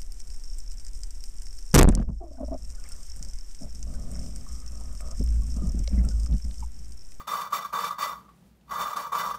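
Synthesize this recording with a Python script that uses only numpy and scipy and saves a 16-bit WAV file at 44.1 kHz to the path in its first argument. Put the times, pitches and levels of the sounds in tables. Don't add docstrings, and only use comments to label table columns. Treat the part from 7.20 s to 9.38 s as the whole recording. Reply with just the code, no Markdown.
import sys
import numpy as np
from scipy import signal
from scipy.fft import rfft, irfft
from scipy.io import wavfile
from scipy.ndimage import uniform_filter1d

SR = 44100
rng = np.random.default_rng(int(sys.argv[2]) if len(sys.argv) > 2 else 0)


def rack_gain(trim_db):
    fader = np.asarray(trim_db, float)
    return 10 ** (fader / 20)


def transcribe(signal):
    frames = np.atleast_2d(signal).T
    limited = np.clip(frames, -1, 1)
    pcm = np.round(limited * 32767).astype(np.int16)
    wavfile.write(sys.argv[1], SR, pcm)


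N = 96182

# [f/Hz, level/dB per Hz]
SHOP_SPECTRUM = [(60, -6.5), (86, -23.5), (120, -10.5), (205, -7), (270, -21), (600, -26), (1600, -35),
                 (15900, -47)]
# [t/s, level/dB, f/Hz, length/s]
TICKS = [
    (1.091, -55.5, 2630, 0.0015),
    (1.26, -56, 1900, 0.0012),
    (1.411, -57, 2420, 0.0016),
    (1.14, -70.5, 9000, 0.026),
    (1.246, -72, 13000, 0.02),
    (1.257, -72, 7500, 0.017),
    (1.346, -74, 13300, 0.015),
]
# [t/s, length/s, level/dB, sag over the twist/dB, treble/dB]
TWISTS = [(-.03, 0.048, -38.5, -7.5, 4), (0.069, 0.151, -30.5, -2.5, 2), (0.21, 0.064, -34, -4.5, -2),
          (0.297, 0.018, -52.5, 9, 4), (0.319, 0.11, -26.5, -12.5, 2.5), (0.435, 0.023, -35.5, -2, 3.5),
          (0.523, 0.16, -29.5, -2.5, -2.5), (0.694, 0.041, -35.5, -4.5, -1.5), (0.779, .15, -31, -6.5, 0),
          (0.941, 0.12, -46.5, -18.5, -2), (1.076, 0.046, -54, -17, -12), (1.472, 0.011, -56, -2.5, 3),
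          (1.489, 0.0086, -44.5, -1, 4.5), (1.504, .21, -31.5, 0, -1), (1.724, 0.018, -31, -7.5, 3),
          (1.753, 0.11, -30.5, -6, -1), (1.859, 0.012, -34.5, 1, -0.5), (1.915, 0.2, -30.5, -2, -1),
          (2.136, 0.014, -32.5, -5, 0)]
# [t/s, half width/s, level/dB]
SURGES = [(.15, 0.033, 0), (0.362, 0.014, 6), (0.628, 0.049, 6), (0.831, 0.023, 10), (1.607, 0.016, 7.5),
          (1.999, 0.018, 8), (0.401, .004, -9.5), (1.525, .004, -4.5), (1.663, 0.0029, -1),
          (1.695, 0.0055, -4.5), (2.025, 0.0043, -7), (.44, .004, -7), (.702, 0.0034, -8.5),
          (1.754, 0.0025, -8), (1.861, 0.0026, -3), (1.725, .004, -1)]
# [t/s, peak level/dB]
CRACKS = [(0.082, -28), (0.1336, -17), (0.2153, -19), (0.3284, -10.5), (0.3355, -19), (0.4436, -29),
          (0.5316, -37), (0.548, -20), (0.5608, -19), (0.586, -18), (0.6379, -20.5), (0.6837, -27),
          (0.6872, -34), (0.707, -17), (0.7845, -32), (0.826, -16), (0.8765, -30.5), (0.8951, -24.5),
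          (0.9666, -47), (1.0951, -44), (1.51, -20.5), (1.616, -15), (1.7005, -46), (1.731, -32),
          (1.7667, -15.5), (1.9287, -21), (1.949, -15), (2.0352, -20.5), (2.0608, -15), (2.1433, -33.5)]
# [f/Hz, width/Hz, level/dB]
PORT_MODES = [(177, 29, -20), (470.3, 24, -19), (583.5, 57.6, -16.5), (974, 104, -10), (1075.4, 74, -15.5),
              (1101, 82, -2.5), (1190.2, 73.6, 0), (1336.5, 91.5, -10.5), (1622, 203, -21)]
VALVE_HZ = [1995, 2333, 2970, 3577, 4030, 4515, 5590, 5884, 6282, 6547, 7470, 11400, 11800, 15400]
# [width/Hz, level/dB]
VALVE_MODES = [(35.3, -3), (44, -5.5), (108, -15), (30.2, 0), (45, -16), (39.4, -5.5), (30, -5),
               (34.7, -15.5), (40.3, -12), (28.2, -11), (91, -13.5), (70, -12), (200, -13.5), (500, -14)]
# [f/Hz, level/dB per Hz]
RASP_SPECTRUM = [(330, -24.5), (600, -5), (1500, -5.5), (2600, -5), (7500, -8.5), (10300, -11.5),
                 (12000, -11.5), (15500, -18.5)]


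def level(x, db):
    return x * rack_gain(db) / np.sqrt(np.mean(x ** 2))


def ring(x, hz, width_hz):
    b, a = signal.iirpeak(min(hz, 0.45 * SR), hz / width_hz, fs=SR)
    return signal.lfilter(b, a, x)


def colour(x, points):
    size = 8192
    hz, db = np.array(points, float).T
    bins_hz = np.arange(size // 2 + 1) * SR / size
    response_db = np.interp(np.log(bins_hz + 1), np.log(hz), db)
    cepstrum = irfft(np.log(rack_gain(response_db)))
    cepstrum[1:size // 2] *= 2
    cepstrum[size // 2 + 1:] = 0
    return signal.fftconvolve(x, irfft(np.exp(rfft(cepstrum))))[:N]


def walk(rate):
    k = int(SR / rate)
    held = np.repeat(rng.standard_normal(N)[:N // k + 1], k)
    return 1.76 * uniform_filter1d(uniform_filter1d(held, k), k)[:N]


def puff(start_s, rise_s):
    v = np.maximum(np.arange(N) / SR - start_s, 0) / rise_s
    return v * np.exp(1 - v)


def motor():
    hz = 59.9 * (1 + 0.028 * walk(3.2))
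    return rack_gain(-60.5 + 2.7 * walk(13)) * np.sin(2 * np.pi * np.cumsum(hz) / SR)


def ticks():
    out = np.zeros(N)
    for s, db, hz, length in TICKS:
        out += rack_gain(db) * ring(rng.standard_normal(N) * puff(s, length), hz, hz / 2)
    return out


def shop():
    rumble = colour(rng.standard_normal(N), SHOP_SPECTRUM) * rack_gain(2 * walk(6.8))
    return level(rumble, -58) + motor() + ticks()


def room(near):
    t60_s, first_echo_s, dull_hz = 0.25, 0.006, 9000
    u = np.arange(SR // 2) / SR
    tail = rng.standard_normal(len(u)) * rack_gain(-60 * u / t60_s) * (u > first_echo_s)
    tail = signal.lfilter(*signal.butter(1, dull_hz, fs=SR), tail)
    return signal.fftconvolve(near, tail / np.linalg.norm(tail))[:N]


def twisting(attack_s, surge_share, treble_share):
    release_db_per_s = 894.5
    creep_db, creep_db_per_s = -10, 180
    t, power = np.arange(N) / SR, np.zeros(N)
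    for s, length, db, sag_db, treble_db in TWISTS:
        u = t - s
        bite = np.clip(u / attack_s, 0, 1)
        held_db = db + treble_share * treble_db + sag_db * np.clip(u / length, 0, 1)
        after = np.maximum(u - length, 0)
        letting_go_db = np.maximum(-release_db_per_s * after, creep_db - creep_db_per_s * after)
        power += (bite * rack_gain(held_db + letting_go_db)) ** 2
    surge_db = sum(db * np.exp(-0.5 * ((t - s) / w) ** 2) for s, w, db in SURGES)
    return np.sqrt(power) * rack_gain(surge_share * surge_db)


def grit():
    grains_per_s, spread_db, top_db = 4000, 4, 7
    crushed = rng.random(N) < grains_per_s / SR
    size_db = np.minimum(spread_db * rng.exponential(size=N), top_db)
    powder = rng.standard_normal(N)
    return level(crushed * rack_gain(size_db) * np.sign(powder) + 0.97 * powder, 0)


def cracks():
    return sum(rack_gain(db - 4.5) * puff(s, 0.0024) for s, db in CRACKS)


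def chatter(crack):
    hz = 1179.5
    return ring(crack * np.sin(2 * np.pi * hz * np.arange(N) / SR), hz, 250)


def port(x):
    return sum((-1) ** k * rack_gain(db) * ring(x, hz, w) for k, (hz, w, db) in enumerate(PORT_MODES))


def valve(x, patches):
    out = np.zeros(N)
    for hz, (width_hz, db), patch in zip(VALVE_HZ, VALVE_MODES, patches):
        out += rack_gain(db) * patch * ring(x * patch, hz, width_hz)
    return out


def casting(carried, direct):
    t60_s, share = 0.095, 0.54
    u = np.arange(SR // 8) / SR
    rings = rng.standard_normal(len(u)) * rack_gain(-60 * u / t60_s)
    through = signal.fftconvolve(carried, rings / np.linalg.norm(rings))[:N]
    return (1 - share) * direct + share * through


def lapping():
    judder, grains, fine, crack = rack_gain(walk(44.65)), grit(), grit(), cracks()
    low = twisting(0.0059, 0.26, 0) * judder

    def treble_force(surge_share):
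        twist = twisting(0.0087, surge_share, 0.92) * np.sqrt(judder)
        return np.hypot(twist, crack * rack_gain(-12))

    high, air = treble_force(1), treble_force(0.84)
    air_split = signal.butter(2, 8500, fs=SR)

    def bright(x):
        hiss = x * air
        return signal.lfilter(*air_split, x * high) + hiss - signal.lfilter(*air_split, hiss)

    flutter = rack_gain(2.5 * walk(160))

    def rasp(x):
        return colour(bright(x * flutter), RASP_SPECTRUM) / np.std(colour(x, RASP_SPECTRUM))

    patches = [rack_gain(0.5 * walk(35)) for _ in VALVE_MODES]
    boom = port(grains * low) / np.std(port(grains))
    steel = valve(bright(fine), patches) / np.std(valve(fine, patches))
    scrape = casting(rasp(grains), rasp(grit()))
    return boom + chatter(crack) + rack_gain(-13.5) * scrape + rack_gain(-12.5) * steel


def scene():
    near = lapping()
    return (near + rack_gain(-15.5) * room(near) + shop())[None]


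def roll_off(x):
    return signal.sosfilt(signal.butter(12, 16040, fs=SR, output="sos"), x)


def record(dry):
    bass_cut = signal.butter(4, 58, "high", fs=SR, output="sos")
    top_cut = signal.ellip(12, 0.2, 90, 15680, fs=SR, output="sos")
    x = signal.sosfilt(top_cut, signal.sosfilt(bass_cut, dry))
    return roll_off(x)


dry = scene()
out = record(dry)
transcribe(out)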